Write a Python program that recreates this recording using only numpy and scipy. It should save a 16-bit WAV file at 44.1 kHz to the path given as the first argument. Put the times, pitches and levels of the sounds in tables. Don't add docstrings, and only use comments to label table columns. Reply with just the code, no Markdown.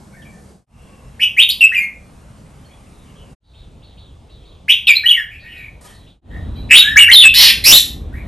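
import sys
import numpy as np
from scipy import signal
from scipy.fft import rfft, irfft, next_fast_len
from scipy.io import wavfile
from scipy.ndimage import uniform_filter1d

SR = 44100
rng = np.random.default_rng(int(sys.argv[2]) if len(sys.argv) > 2 else 0)


def level_to_linear(level):
    exponent = np.asarray(level, float) / 20
    return 10 ** exponent


def persist_wave(psi):
    counts = np.round(np.clip(psi, -1, 1) * 32767).astype(np.int16)
    wavfile.write(sys.argv[1], SR, np.atleast_2d(counts).T)


N = 364707

SCOOP = dict(bend=3.6, attack=.3, swell_db=-12, fade_db=-0.5)
TRILLED_SCOOP = dict(bend=3.5, attack=.6, swell_db=-26.5, fade_db=-3.5)
CLIMB = dict(bend=1.1, attack=0.41, swell_db=-28, fade_db=-9)
SINK = dict(bend=1.8, attack=0.11, swell_db=-4, fade_db=-3.5)
STROKE = dict(bend=1.2, attack=0.35, swell_db=-10, fade_db=-1)
DROP = dict(bend=4.5, attack=.6, swell_db=-2.5, fade_db=-1)
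SQUEAK_SHAPE = dict(bend=.9, attack=0.12, swell_db=-3, fade_db=-9)
FAR_NOTE = dict(bend=1.1, attack=.05, swell_db=1, fade_db=-13.5)
BLURRED_NOTE = dict(bend=1.5, attack=.2, swell_db=-3.5, fade_db=-5)

SCOOP_ROWS = [
    (1.714, 0.039, 1314, 2100, -16),
    (4.935, .012, 1900, 2518, -14),
    (4.951, .021, 3745, 4096, -8.5),
    (5.034, .022, 1399, 1950, -17),
    (6.8, .14, 1300, 1756, -15),
    (7.08, .04, 1382, 2117, -1),
]
TRILLED_SCOOP_ROWS = [
    (1.194, 0.056, 1750, 2792, -3.5),
    (4.68, .036, 1497, 2800, 2),
]
CLIMB_ROWS = [
    (1.365, 0.068, 1804, 3817, 4),
    (4.714, 0.014, 2872, 3696, 1),
]
SINK_ROWS = [
    (1.607, .053, 2781, 2605, 0),
    (1.802, 0.047, 2154, 2121, -15.5),
    (5.099, .029, 3403, 2766, 0),
    (5.14, .072, 2390, 1710, -17),
    (7.003, .044, 2968, 2750, 5),
]
STROKE_ROWS = [
    (5.056, .03, 2800, 3153, -3),
    (5.085, .014, 3146, 3500, -1),
    (7.122, .012, 2950, 3277, 9),
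]
DROP_ROWS = [
    (1.746, .054, 2943, 2396, -8),
    (4.869, 0.0095, 4362, 2700, -3),
    (7.114, .009, 4104, 2966, 4),
    (7.132, .085, 4350, 3520, 9),
    (7.216, .056, 3403, 2609, 4.5),
]
DUET_ROWS = [
    (4.876, .047, 2680, 2290, 0),
    (4.875, .028, 3800, 3050, -9),
]
# [t/s, f/Hz, effort/dB]
WARBLE_PATH = [
    (6.69, 2115, -36.5),
    (6.703, 2201, -23.5),
    (6.71, 2250, 0.5),
    (6.74, 2448, 7),
    (6.765, 3220, 9.5),
    (6.779, 3718, 10.5),
    (6.8, 3790, 1.5),
    (6.82, 3787, -8),
]
# [t/s, f/Hz, effort/dB]
HARSH_NOTES = [
    [(7.338, 1439, -15), (7.348, 2020, -15), (7.4, 2066, -12.5), (7.44, 2058, -10.5), (7.48, 1900, -18),
     (7.51, 1580, -14)],
    [(7.638, 1900, -20), (7.65, 2164, -15.5), (7.665, 2582, -7), (7.718, 2800, -3.5), (7.73, 3686, 9.5),
     (7.76, 3884, -1), (7.79, 3870, -4.5)],
]

# [f/Hz, level/dB]
FEATHER_COLOUR = [(300, 2.5), (1000, 1.5), (3000, -7.5), (6000, -5.5), (9000, -4.5), (14000, -27)]

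FAR_ROWS = [(.135, 0.013, 1570, 1620, -40), (.165, 0.061, 1812, 1704, -41), (.215, 0.018, 3620, 2410, -43),
            (.245, 0.032, 2365, 2245, -38), (.32, 0.075, 1786, 1746, -51), (2.638, .012, 3000, 3300, -47),
            (2.65, .012, 4150, 4400, -46), (2.693, .015, 2200, 2600, -47), (2.708, .02, 3250, 3450, -46),
            (2.86, .03, 2760, 2280, -52), (6.3, .03, 2890, 4142, -49), (6.37, 0.18, 3742, 3950, -54),
            (6.55, 0.1, 3960, 3990, -39.5), (6.555, 0.039, 2354, 2520, -48),
            (6.555, 0.042, 3155, 3227, -49), (6.555, .045, 4660, 4630, -56)]
# [t/s, nominal length/s, top/Hz, start/Hz, effort/dB]
SCOLD_ROWS = [
    (3.43, 0.08, 4350, 3696, -49),
    (3.534, 0.075, 4220, 2334, -47),
    (3.817, 0.075, 4270, 2580, -46),
    (3.966, 0.09, 4180, 2270, -46),
    (4.286, 0.11, 4170, 2460, -48),
    (4.434, 0.091, 4098, 2390, -48),
    (5.387, 0.05, 4570, 3070, -43),
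    (5.55, 0.077, 4180, 3000, -47.5),
    (5.917, 0.082, 4400, 2800, -46.5),
    (6.061, 0.052, 4100, 2450, -45),
]
BLURRED_ROWS = [(.12, 0.033, 2310, 2080, -48), (2.92, 0.12, 3880, 3700, -58),
                (3.05, 0.058, 3010, 2760, -53), (3.15, .12, 3290, 2700, -49.5), (5.3, .07, 2267, 2570, -30),
                (5.42, 0.14, 1780, 2003, -39.5), (5.55, 0.0934, 1990, 1790, -40.5),
                (5.44, .06, 2210, 2829, -34), (5.5, 0.17, 2825, 2273, -31.5),
                (5.86, 0.064, 3200, 3050, -49), (5.87, 0.088, 1853, 1867, -50.5),
                (6.3, 0.089, 1770, 1880, -38)]
LAST_CALL_ROWS = [
    (8.125, .03, 1440, 2100, -33),
    (8.15, .045, 2050, 2400, -35),
    (8.19, .07, 2400, 1910, -46),
]
HELD_ROWS = [
    (.7, .45, 2720, 2700, -53),
    (.88, .15, 1120, 1110, -50),
]

# [f/Hz, t60/s]
WALL_T60 = [(500, 0.66), (2000, 0.43), (3000, 0.36), (5000, 0.37), (11000, 0.35)]
# [f/Hz, level/dB]
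ECHO_WIDTH = [(300, -4.5), (1500, -1.5), (2500, -22), (4500, -23), (5500, -37.5)]

# [f/Hz, level per Hz/dB]
RUMBLE_1 = [(15, -38), (25, -8), (70, 3), (107, -5), (208, 3), (253, -13), (324, -10), (446, -15.5),
            (599, -14.5), (1860, -30), (2380, -35), (9000, -35.5), (11700, -60), (19800, -120)]
RUMBLE_2 = [(15, -41.5), (25, -2.5), (54, 0.5), (90, -7), (137, -5), (229, -8.5), (332, -19), (530, -19.5),
            (1140, -26), (1490, -31.5), (2380, -34), (4630, -42), (9000, -42), (11700, -66), (19800, -120)]
RUMBLE_3 = [(15, -25), (25, -0.5), (82, -4), (349, -21.5), (805, -28), (1080, -33.5), (1220, -34),
            (1490, -39), (1950, -41.5), (3200, -40), (3900, -41.5), (4980, -48.5), (9000, -52.5),
            (11700, -81), (19800, -120)]
RUMBLE_4 = [(15, -26.5), (25, -3), (70, 4.5), (144, -10), (247, -8), (357, -18), (1030, -30), (1190, -33.5),
            (1860, -41.5), (2440, -46.5), (3800, -39.5), (4740, -55.5), (9000, -58.5), (11700, -91),
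            (19800, -120)]
# [f/Hz, level/dB]
RUMBLE_EDGES = [(28, -12.5), (40, -6.5), (56, 7), (77, -6), (97, 1.5), (125, -2), (9000, 3), (11500, -13),
                (12500, -18.5)]
# [f/Hz, likeness 0..1]
AIR_LIKENESS = [(60, 0.987), (150, 0.98), (380, 0.68), (950, 0.53), (1700, 0.2), (2400, 1), (4000, 0.83)]

SCENE_CHANGES = [.66, 3.38, 6.21]
# [out start/s, out end/s, in start/s, in end/s]
SCENE_FADES = [
    (.5, .66, .661, .82),
    (3.33, 3.352, 3.4, 3.58),
    (6.09, 6.21, 6.211, 6.36),
]
# [f/Hz, level/dB]
CAPSULE_RESPONSE = [(8000, -1), (9600, 4.5), (10400, 9.5), (11400, 13.5), (12200, 4.5), (12800, -23.5),
                    (16000, -37)]
# [f/Hz, left lead/rad]
PORT_LEAD = [(1700, 0), (3100, .5), (3800, .5), (5200, 0), (8500, .2), (9300, 1.6), (9900, 3.05),
             (10350, 3.2), (10700, 2.3), (11400, 1.), (12100, 0)]


def evened(x):
    return x / np.sqrt(np.mean(x ** 2) + 1e-20)


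def read(points, hz):
    f, value = np.transpose(points)
    return np.interp(np.log(hz + 1), np.log(f + 1), value)


def add(mix, s, sound):
    part = mix[round(s * SR):][:len(sound)]
    part += sound[:len(part)]


def wobble(count, hz):
    return evened(signal.lfilter(*signal.butter(2, hz, fs=SR), rng.standard_normal(count)))


def songs():
    whistles = glide(SCOOP_ROWS, **SCOOP) + glide(CLIMB_ROWS, **CLIMB) + glide(DROP_ROWS, **DROP)
    whistles += glide(STROKE_ROWS, **STROKE) + glide(SINK_ROWS, **SINK)
    clear = sing(whistles, rasp=.06, octave_db=-38)
    stepped = glide([(6.958, .045, 1500, 2950, 8)], **STROKE)
    clear += sing(stepped, rasp=.1, trill=.06, trill_hz=58.17, third_db=-40)

    trilled = sing(glide(TRILLED_SCOOP_ROWS, **TRILLED_SCOOP), trill=0.11, trill_hz=201, octave_db=-28.0)
    warble = [(s, hz, db, .2 * (2306 / hz) ** 4) for s, hz, db in WARBLE_PATH]
    trilled += sing([warble], "trill", trill_hz=125.3, octave_db=-26.0)

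    low, high = glide(DUET_ROWS, **SINK)
    duet = sing([low], trill=0.018, trill_hz=119.3, octave_db=-23.5)
    duet += sing([high], rasp=.3, trill=.08, trill_hz=110.3)

    upstroke = glide([(1.488, 0.0289, 2800, 5100, -9)], **SQUEAK_SHAPE)
    squeak = sing(upstroke, beak_hz=1900, rasp=.15, octave_db=-23.5, breath_db=-19.5,
                  third_db=-20.5, fourth_db=-19.5)

    voice = "octave_db", "breath_db", "rasp"
    rattle = sing(harsh(HARSH_NOTES[0], 9, .38, 4.2), *voice, beak_hz=1900, halves=1.4,
                  third_db=-13, fourth_db=-21.0)
    burst = sing(harsh(HARSH_NOTES[1], 4, .5, -.3), *voice, beak_hz=1900, halves=.3,
                 third_db=-18.5, fourth_db=-20.0)
    return clear + trilled + duet + squeak + rattle + burst


def glide(rows, bend, attack, swell_db, fade_db):
    u = np.linspace(0, 1, num=16)
    shape = swell_db * np.clip(1 - u / attack, 0, 1) + fade_db * u ** 2
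    ease = (1 - u) ** bend
    return [np.transpose([s + length * u, end + (start - end) * ease, db + shape])
            for s, length, start, end, db in rows]


def harsh(rows, octave_db, rasp, rasp_per_s):
    s, hz, db = np.transpose(rows)
    khz = np.maximum(hz - 2750, 0) / 1000
    octave = octave_db - 16.5 * khz
    hiss = -4.5 - 13.5 * khz
    return [np.transpose([s, hz, db, octave, hiss, rasp + rasp_per_s * (s - s[0])])]


def sing(notes, *names, beak_hz=1250, **voice):
    track = np.zeros(N)
    for rows in notes:
        s, *columns = np.transpose(rows)
        t = np.arange(s[0], s[-1], 1 / SR)
        hz, effort_db, *more = (np.interp(t, s, c) for c in columns)
        add(track, s[0], syrinx(t, hz, effort_db, **dict(zip(names, more)), **voice))
    return signal.sosfilt(signal.butter(4, beak_hz, "high", fs=SR, output="sos"), track)


def syrinx(t, hz, effort_db, octave_db=-33, rasp=0, trill=0, trill_hz=0, halves=0,
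           third_db=-33, fourth_db=-38, breath_db=-39):
    rasp = np.clip(rasp, 0, 1)
    swing = np.cos(2 * np.pi * np.cumsum(trill_hz * (1 + .15 * wobble(len(t), 60))) / SR)
    shake = .018 * wobble(len(t), 250) + 0.14 * rasp * wobble(len(t), 600)
    turns = 2 * np.pi * np.cumsum(hz * (1 + shake + trill * swing)) / SR
    tone = np.sin(turns) + level_to_linear(octave_db) * np.sin(2 * turns)
    tone += level_to_linear(third_db) * np.sin(3 * turns)
    tone += level_to_linear(fourth_db) * (np.sin(4 * turns) + 0.99 * np.sin(5 * turns))
    tone *= 1 + halves * rasp * np.cos(turns / 2)
    tone *= 1 + 3.4 * trill * swing + 0.21 * wobble(len(t), 130)
    hiss = level_to_linear(breath_db) * signal.lfilter([1, -.5], 1, rng.standard_normal(len(t)))
    edge = np.clip(np.minimum(t - t[0], t[-1] - t) / 0.0027, 0, 1)
    return level_to_linear(effort_db) * (tone + hiss) * edge


def wings():
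    start_s, rise_s, end_s = 5.81, 0.053, 6.12
    t = np.arange(N) / SR
    size = next_fast_len(N)
    colour = level_to_linear(read(FEATHER_COLOUR, np.fft.rfftfreq(size, 1 / SR)))
    hiss = evened(irfft(rfft(rng.standard_normal(size)) * colour, size)[:N])
    since = t - start_s - rise_s
    swell_db = 4.5 * np.minimum(since, 0) / rise_s
    fade_db = -130 * np.maximum(since, 0)
    level = level_to_linear(-49 + fade_db + swell_db) * ((t > start_s) & (t < end_s))
    return hiss * level * (1 + 0.29 * np.cos(2 * np.pi * 21 * (t - start_s)))


def far_birds():
    far = sing(glide(FAR_ROWS, **FAR_NOTE), rasp=0.07, breath_db=-27) + scolding()
    far += sing(glide(BLURRED_ROWS, **BLURRED_NOTE), rasp=0.34, trill=0.045, trill_hz=69.65, breath_db=-33)
    far += sing(glide(LAST_CALL_ROWS, **BLURRED_NOTE), rasp=.3, trill=.04, trill_hz=70, breath_db=-23)
    return far + sing(glide(HELD_ROWS, **BLURRED_NOTE), breath_db=-35)


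def scolding():
    snap_s = .016
    notes = [[(s, low, db - 1.5),
              (s + snap_s, .96 * top, db),
              (s + 0.32 * length, .92 * top, db - 1.5),
              (s + 1.6 * length, .76 * top, db - 11.5)]
             for s, length, top, low, db in SCOLD_ROWS]
    return sing(notes, rasp=.3, trill=0.085, trill_hz=91.2, octave_db=-41.5,
                third_db=-57, fourth_db=-51.5, breath_db=-42)


def walls(x, direct_db, early_db, stretch):
    taps = np.zeros((2, SR))
    at = np.arange(60, SR - 20, 20) + rng.integers(0, 20, (2, (SR - 61) // 20))
    np.put_along_axis(taps, at, rng.choice([-1., 1.], at.shape), 1)
    taps *= 1 + level_to_linear(early_db) * np.exp(-np.arange(SR) / (0.013 * SR))
    hz, t, z = signal.stft(taps, SR, nperseg=256)
    z[1] *= level_to_linear(read(ECHO_WIDTH, hz))[:, None]
    decay = level_to_linear(-60 * t / (stretch * read(WALL_T60, hz))[:, None])
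    mid, side = signal.istft(z * decay, SR, nperseg=256)[1]
    tail = np.array([mid + side, mid - side]) / np.linalg.norm(mid)
    tail[:, 0] += level_to_linear(direct_db)
    return signal.fftconvolve(x[None], tail[:, :SR * 2 // 3], axes=1)[:, :N]


def air():
    frames, hz = N // 512 + 5, np.fft.rfftfreq(2048, 1 / SR)
    a, b, c, d, patches = rng.standard_normal((frames, 1025, 5)).T
    patches = evened(uniform_filter1d(uniform_filter1d(patches, 10, 0), 8, 1))
    scenes = [(RUMBLE_1, -41), (RUMBLE_2, -41.5), (RUMBLE_3, -42.5), (RUMBLE_4, -27.5)]
    edges = read(RUMBLE_EDGES, hz)
    colours = np.array([evened(level_to_linear(read(f[:-2], hz) + edges)) * level_to_linear(db) for f, db in scenes])
    colour = colours[np.searchsorted(SCENE_CHANGES, np.arange(frames) * 512 / SR)].T
    same = np.clip(read(AIR_LIKENESS, hz), -1, 1)[:, None]
    left = a + 1j * b
    right = same * left + np.sqrt(1 - same ** 2) * (c + 1j * d)
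    z = np.array([left, right]) * colour * level_to_linear(1.8 * patches)
    unit = np.std(signal.istft(left, nperseg=2048, noverlap=1536)[1])
    return signal.istft(z, nperseg=2048, noverlap=1536)[1][:, :N] / unit


def scene():
    near = walls(level_to_linear(2.5) * (songs() + wings()), direct_db=-1, early_db=0.7, stretch=0.81)
    far = walls(far_birds(), direct_db=-14, early_db=-3.5, stretch=0.88)
    return near + far + air()


def top_cut(x):
    return signal.sosfilt(signal.butter(12, 15900, fs=SR, output="sos"), x)


def record(dry):
    size = next_fast_len(N)
    hz = np.fft.rfftfreq(size, 1 / SR)
    lead = np.exp(.5j * read(PORT_LEAD, hz))
    response = level_to_linear(read(CAPSULE_RESPONSE, hz)) * np.array([lead, 1 / lead])
    x = irfft(rfft(dry, size) * response, size)[:, :N]

    power_db = 10 * np.log10(abs(uniform_filter1d((x ** 2).mean(0), 400)) + 1e-12)
    fall = np.arange(N) * 60. 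/ SR
    held_db = np.maximum.accumulate(power_db + fall) - fall
    over_db = np.maximum(held_db + 26, 0)
    x = level_to_linear(1.0) * x / level_to_linear(0.17 * uniform_filter1d(over_db, 400))
    x = np.clip(x, -.96, .96)
    for times in SCENE_FADES:
        x = x * np.interp(np.arange(N) / SR, times, [1, 0, 0, 1]) ** 1.4
    return top_cut(x)


dry = scene()
out = record(dry)
persist_wave(out)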